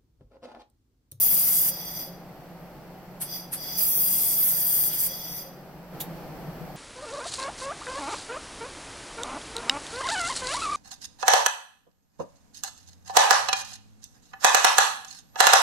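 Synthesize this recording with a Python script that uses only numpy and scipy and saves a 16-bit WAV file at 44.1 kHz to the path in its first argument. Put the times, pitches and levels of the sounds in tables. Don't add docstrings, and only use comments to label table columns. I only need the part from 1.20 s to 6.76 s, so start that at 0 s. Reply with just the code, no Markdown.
import sys
import numpy as np
from scipy import signal
from scipy.fft import rfft, irfft
from scipy.io import wavfile
from scipy.ndimage import map_coordinates

SR = 44100
rng = np.random.default_rng(int(sys.argv[2]) if len(sys.argv) > 2 else 0)


def int16_out(signal):
    q = np.round(np.clip(np.atleast_2d(signal).T, -1, 1) * 32767)
    wavfile.write(sys.argv[1], SR, q.astype(np.int16))


N = 245195
TIME_S = np.arange(N) / SR
FREQS_HZ = np.arange(N // 2 + 1) * SR / N

# start_s, end_s
SEAMS = [(0, .49), (2.59, 3.868)]
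# time_s, sizzle_gain_db, brightness (0-1), spatter_gain_db
FIRST_BOIL = [(0.0, -18.5, 0.63, 2), (0.254, -19.5, 0.7, 4.5), (0.372, -19.5, 0.6, 0.5),
              (0.485, -21.5, 0.28, 4.5)]
SECOND_BOIL = [(2.595, -22, 0.75, 5.5), (2.675, -21, 0.82, 4), (2.72, -23, 0.88, -4), (2.8, -20.5, 1, -1.5),
               (2.9, -23, 0.54, 1.5), (3.163, -23, 0.51, -4), (3.19, -19.5, 1, 2), (3.27, -19.5, 0.94, 3),
               (3.369, -24.5, 0.75, 0), (3.613, -20, 0.8, 3), (3.683, -23.5, 0.76, -9),
               (3.705, -33.5, .6, 4.5), (3.735, -26, 0.55, 5), (3.77, -29, 0.66, 1),
               (3.805, -22, 0.58, 3.5), (3.865, -25, 0.31, 7.5)]
# freq_hz, width_hz, gain_db
FIRST_PEAKS = [(9050, 300, -3), (9750, 300, 2), (11360, 200, 5), (11600, 200, -2), (12100, 250, 3),
               (12650, 350, -3), (13300, 500, 2.5), (14000, 250, -4), (14600, 600, 5)]
SECOND_PEAKS = [(8350, 500, 3), (9500, 1200, 1.5), (10650, 220, 4), (11500, 400, 2), (12250, 180, 5.5),
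                (12650, 300, -5), (13800, 400, 2), (14200, 300, -3), (15150, 400, -2), (15520, 200, 3)]
# freq_hz, gain_db
SIZZLE_SPECTRUM = [(3000, -36), (5500, -18.5), (6700, -15), (8000, -12), (9500, -7), (11000, -5),
                   (12300, -1.5), (13600, -.5), (14600, 0.5), (15300, -2.5), (16000, -6)]
SPATTER_SPECTRUM = [(600, -25), (1400, -2), (2700, -2), (3900, 0), (5000, -5), (8000, -9), (15000, -20)]

# open_s, shut_s, gain_db
VALVE_OPENINGS = [(-1, .825, -35), (2.012, 2.165, -35), (2.326, 4.2, -35)]
# freq_hz, width_hz, gain_db
NOZZLE_MODES = [(2000, 110, -13), (3360, 35, 0), (3800, 200, -15), (5520, 300, -9.5), (5970, 42, 5.5),
                (7200, 160, -10), (8850, 110, -6.5), (10000, 65, 0), (11500, 110, 3), (12600, 300, -4.5),
                (13870, 160, 4.5), (15150, 170, 0)]
# time_s, gain_db
WHISTLE_CONTOUR = [(0.45, 2.5), (0.62, -0.5), (0.82, 1.5), (2.15, 4), (2.62, 5), (2.95, 1), (3.7, 1.5),
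                   (4.2, 0.5)]
# time_s, half_length_s
WHISTLE_DIPS, DIP_DEPTH = [(2.73, .07), (3.28, .035), (4.13, .055)], .85
WHISTLE_HZ, WHISTLE_WIDTH_HZ, WHISTLE_GAIN_DB = 4865, 65, 5
# freq_hz, gain_db
JET_SPECTRUM = [(800, 10), (1500, 5), (2600, 7), (4200, -8), (5300, 12.5), (6700, -20), (8000, -14),
                (10500, -12), (13000, 11), (16000, -10)]
SPIT_SPECTRUM = [(400, -33), (1200, 3.5), (2500, -1), (3800, 1.5), (5500, 2), (7300, 1.5), (8800, 14),
                 (10100, 12), (11000, 19), (12000, 16), (14500, 5), (16000, -6)]

# freq_hz, gain_db
FAN_SPECTRUM = [(20, -8), (48, -2.5), (76, -10.5), (110, -8), (150, 5.5), (230, -4.5), (340, -2.5),
                (430, -7.5), (600, -3.5), (800, -5), (1000, -12), (1500, -15), (3000, -23.5), (6000, -38),
                (9000, -34), (11000, -39.5), (16000, -31)]
# freq_hz, width_hz, level_db
FAN_MODES = [(48, 9.2, -65), (308, 20, -70), (495, 12, -63), (612, 50, -65), (759, 12, -60.5),
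             (850, 25, -68), (4400, 200, -72.5), (4850, 600, -70), (5600, 500, -77), (7450, 300, -78.5),
             (9650, 400, -80), (12630, 380, -67)]
# delay_after_seam_s, level_db
WIRE_JOGS = [(0, -51), (.375, -50.5)]

# peak_s, level_db, rise_s, fall_s
WIRE_CONTACTS = [(4.801, -40, 0.001, 0.006), (4.805, -32, 0.0007, 0.0046), (4.8095, -32, 0.0005, 0.018)]
# freq_hz, gain_db
RASP_SPECTRUM = [(1200, -16), (2600, -9), (3600, 0.5), (4400, -8), (8500, -6.5), (10000, -6), (12200, 7),
                 (13300, -2), (16000, 0)]
# freq_hz, gain_db, t60_s
STEEL_MODES = [(3560, -7, .06), (3760, -6, .12), (6880, -2, .07), (9800, -2, .07), (11270, -2, .09),
               (11540, -3, .11), (12460, 1, .12)]
# peak_s, level_db, rise_s, fall_s
HOSE_BUMPS = [(4.885, -42.5, 0.046, 0.091), (5.285, -36, 0.045, 0.015), (5.415, -35, 0.0075, 0.05)]
# freq_hz, gain_db
BUMP_SPECTRUM = [(40, -37), (100, -16), (165, 23), (230, -12), (500, -6), (1200, -49), (5000, -80)]

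# freq_hz, correlation
TORCH_STEREO = [(700, .8), (2400, .3), (3500, .2), (3950, -.75), (4500, .15), (4870, .4), (5400, .1),
                (6200, .15), (7050, -.7), (8300, .15), (10000, -.15), (11500, .15), (15000, .35)]
ROOM_STEREO = [(60, 0.84), (700, 0.91), (1300, 0.67), (2400, 0.25), (5000, 0.072), (8000, -0.38),
               (12500, 0.9)]
FLICK_STEREO = [(3700, 0.3), (12000, 0.3)]


def from_db(db):
    return 10 ** (np.asarray(db) / 20)


def unit_rms(x):
    return x / np.sqrt(np.mean(x ** 2) + 1e-20)


def per_bin(table):
    freq_hz, value = np.transpose(table)
    return np.interp(np.log(FREQS_HZ + 1), np.log(freq_hz), value)


def coloured(x, spectrum, extra_db=0):
    return unit_rms(irfft(rfft(x) * from_db(per_bin(spectrum) + extra_db), N))


def stereo(mid_side, correlation):
    alike = np.clip(per_bin(correlation), -1, 1)
    mid, side = rfft(mid_side)
    return irfft(np.sqrt(1 + alike) * mid + np.sqrt(1 - alike) * side * [[1], [-1]], N)


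def white_pair():
    return rng.standard_normal((2, N))


def wander(rate_hz):
    return np.interp(TIME_S * rate_hz, np.arange(N), rng.standard_normal(N))


def flutter(rate_hz, depth_db):
    return from_db(depth_db * wander(rate_hz))


def envelope(start_s, end_s, rise_s, fall_s):
    before_s, after_s = np.minimum(TIME_S - start_s, 0), np.maximum(TIME_S - end_s, 0)
    return np.exp(-(before_s / rise_s) ** 2 - after_s / fall_s)


def bursts(events):
    return sum(from_db(level_db) * envelope(peak_s, peak_s, rise_s, fall_s)
               for peak_s, level_db, rise_s, fall_s in events)


def resonate(x, freq_hz, width_hz):
    radius, angle = np.exp(-np.pi * width_hz / SR), 2 * np.pi * freq_hz / SR
    feedforward = np.array([1, 0, -1]) * (1 - radius ** 2) / 2
    return signal.lfilter(feedforward, [1, -2 * radius * np.cos(angle), radius ** 2], x)


def vapour_pops(rate_hz, size_db):
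    popped = rng.random(N) < rate_hz / SR
    sizes = from_db(size_db * np.minimum(rng.exponential(1, N), 3)) * rng.choice([-1, 1], N)
    return popped * sizes * flutter(rate_hz=1200, depth_db=1.5)


def melt_pool(seam, boil, peaks, sizzle_gain_db=-1.15, spatter_db=-52.5):
    fine = vapour_pops(rate_hz=16000, size_db=3.5)
    coarse = vapour_pops(rate_hz=6000, size_db=3)
    time_s, *columns = np.transpose(boil)
    boil_db, brightness, spatter_gain_db = (np.interp(TIME_S, time_s, column) for column in columns)
    brightness = np.clip(brightness + .16 * wander(rate_hz=30), 0, 1)
    peaks_db = sum(gain_db * np.exp(-(2 * (FREQS_HZ - freq_hz) / width_hz) ** 2)
                   for freq_hz, width_hz, gain_db in peaks)
    tilt_db = 8 * np.log2(np.maximum(FREQS_HZ / 8000, 1))
    dull = coloured(fine, SIZZLE_SPECTRUM, peaks_db - tilt_db)
    bright = coloured(fine, SIZZLE_SPECTRUM, peaks_db + tilt_db)
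    sizzle = from_db(sizzle_gain_db + boil_db) * ((1 - brightness) * dull + brightness * bright)
    spatter_gain = from_db(spatter_db + spatter_gain_db) * flutter(rate_hz=24.9, depth_db=1.0)
    spatter = spatter_gain * coloured(coarse, SPATTER_SPECTRUM)
    return envelope(*seam, rise_s=0.017, fall_s=0.0092) * (sizzle + spatter)


def reflections(direct, early_db, early_decay_s, tail_db, t60_s, shift_hz):
    age_s = TIME_S[:SR // 2]

    def echoes(decay):
        response = rng.standard_normal((2, len(age_s))) * decay
        response /= np.linalg.norm(response, axis=1)[:, None]
        return signal.fftconvolve(direct[None], response, axes=1)[:, :N]

    early_decay = np.exp(-age_s / early_decay_s)
    angle = 2 * np.pi * shift_hz * TIME_S
    early = np.cos(angle) * echoes(early_decay) + np.sin(angle) * echoes(early_decay)
    tail = echoes(from_db(-60 * age_s / t60_s) * (1 - np.exp(-age_s / 0.0057)))
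    wet_mid, wet_side = from_db(early_db) * early + from_db(tail_db) * tail
    return np.std(direct) * stereo([unit_rms(direct + wet_mid), unit_rms(wet_side)], TORCH_STEREO)


def gas_flow(open_s, shut_s, rise_s=0.082, sag_db_per_s=0.6, bleed_s=0.073):
    elapsed_s = np.clip(TIME_S, open_s, shut_s) - open_s
    build = 1 - np.exp(-(elapsed_s / rise_s) ** 2)
    bleed = np.exp(-np.maximum(TIME_S - shut_s, 0) / bleed_s)
    return from_db(-sag_db_per_s * elapsed_s) * build * bleed


def whistle(turbulence):
    mid_gain = np.prod([1 - DIP_DEPTH * np.exp(-((TIME_S - time_s) / half_length_s) ** 4)
                        for time_s, half_length_s in WHISTLE_DIPS], axis=0)
    gain = from_db(WHISTLE_GAIN_DB + np.interp(TIME_S, *np.transpose(WHISTLE_CONTOUR)))
    return gain * resonate(turbulence, WHISTLE_HZ, WHISTLE_WIDTH_HZ) * [mid_gain, np.ones(N)]


def pitch_waver(pair, rate_hz=11, depth=.004):
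    positions = np.arange(N) - np.cumsum(depth * wander(rate_hz))
    return np.array([map_coordinates(channel, [positions], mode="nearest") for channel in pair])


def shielding_gas(nozzle_gain_db, jet_gain_db, flow_exponent=1.2):
    flow = sum(gas_flow(open_s, shut_s) for open_s, shut_s, _ in VALVE_OPENINGS)
    flow *= flutter(rate_hz=70, depth_db=0.6)
    mode_noise, whistle_noise = white_pair(), white_pair()
    nozzle = flow ** flow_exponent * whistle(whistle_noise)
    for k, (freq_hz, width_hz, gain_db) in enumerate(NOZZLE_MODES):
        exponent = flow_exponent * (freq_hz / WHISTLE_HZ) ** 0.21
        drive = flow ** exponent * flutter(rate_hz=12, depth_db=1.6)
        nozzle += (-1) ** k * drive * from_db(gain_db) * resonate(mode_noise, freq_hz, width_hz)
    jet = flow * from_db(jet_gain_db) * coloured(white_pair(), JET_SPECTRUM)
    open_s, _, valve_db = np.transpose(VALVE_OPENINGS)
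    valve_gain = from_db(valve_db[np.searchsorted(open_s, TIME_S) - 1])
    return stereo(valve_gain * (from_db(nozzle_gain_db) * pitch_waver(nozzle) + jet), TORCH_STEREO)


def machine_fan(air_db, surge_s, surge_rise_s, surge_db):
    air = from_db(air_db) * coloured(stereo(white_pair(), ROOM_STEREO), FAN_SPECTRUM)
    turbulence = stereo(white_pair(), ROOM_STEREO)
    ducts = sum(from_db(level_db) * unit_rms(resonate(turbulence, freq_hz, width_hz))
                for freq_hz, width_hz, level_db in FAN_MODES)
    surge = np.clip((TIME_S - surge_s) / surge_rise_s, 0, 1)
    return from_db(surge_db * surge) * (air + ducts)


def motor_note(pitch_hz, wander_hz):
    freq_hz = pitch_hz + wander_hz * wander(rate_hz=20)
    return np.sqrt(2) * np.sin(2 * np.pi * np.cumsum(freq_hz) / SR)


def machine_drone(lower_db, upper_db):
    balance = flutter(rate_hz=12, depth_db=19)
    lower = from_db(lower_db) * motor_note(pitch_hz=147.2, wander_hz=3.57)
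    upper = from_db(upper_db) * motor_note(pitch_hz=175.8, wander_hz=3.71)
    return (balance * lower + upper) * np.sqrt(2 / (1 + balance ** 2))


def wire_feeder(jog_s=0.058, ramp_s=0.0066):
    running = sum(from_db(level_db) * envelope(end_s + delay_s, end_s + delay_s + jog_s, ramp_s, ramp_s)
                  for _, end_s in SEAMS for delay_s, level_db in WIRE_JOGS)
    return running * motor_note(pitch_hz=539, wander_hz=0.46)


def gas_spits(delay_s=.012, level_db=-29.5, rise_s=0.014, fall_s=0.022):
    spits = [(open_s + delay_s, level_db, rise_s, fall_s) for open_s, *_ in VALVE_OPENINGS]
    return stereo(bursts(spits) * coloured(white_pair(), SPIT_SPECTRUM), TORCH_STEREO)


def wire_flick(ring_gain_db=-11):
    rasp = bursts(WIRE_CONTACTS) * coloured(white_pair(), RASP_SPECTRUM)
    peak_s, level_db, _, _ = np.transpose(WIRE_CONTACTS)
    ring = np.zeros((2, N))
    for freq_hz, gain_db, t60_s in STEEL_MODES:
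        signs = rng.choice([-1, 1], (2, len(peak_s)))
        clicks = np.zeros((2, N))
        clicks[:, (peak_s * SR).astype(int)] = from_db(level_db + gain_db) * signs
        radius, angle = from_db(-60 / (t60_s * SR)), 2 * np.pi * freq_hz / SR
        feedback = [1, -2 * radius * np.cos(angle), radius ** 2]
        ring += signal.lfilter([0, np.sin(angle)], feedback, clicks + 1e-18)
    return stereo(rasp + from_db(ring_gain_db) * ring, FLICK_STEREO)


def hose_bumps():
    return bursts(HOSE_BUMPS) * coloured(stereo(white_pair(), ROOM_STEREO), BUMP_SPECTRUM)


def scene():
    welds = melt_pool(SEAMS[0], FIRST_BOIL, FIRST_PEAKS) + melt_pool(SEAMS[1], SECOND_BOIL, SECOND_PEAKS)
    welds = reflections(welds, early_db=4.0, early_decay_s=0.0067,
                        tail_db=-5.5, t60_s=0.12, shift_hz=0.698)
    gas = shielding_gas(nozzle_gain_db=7.5, jet_gain_db=-19.0) + gas_spits()
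    wire = wire_flick() + wire_feeder()
    fan = machine_fan(air_db=-46.0, surge_s=4.705, surge_rise_s=0.042, surge_db=5)
    drone = machine_drone(lower_db=-59, upper_db=-52.5)
    return welds + gas + wire + fan + drone + hose_bumps()


def record(dry):
    return signal.sosfilt(signal.ellip(12, .1, 80, 15800, fs=SR, output="sos"), dry)


dry = scene()
out = record(dry)
int16_out(out)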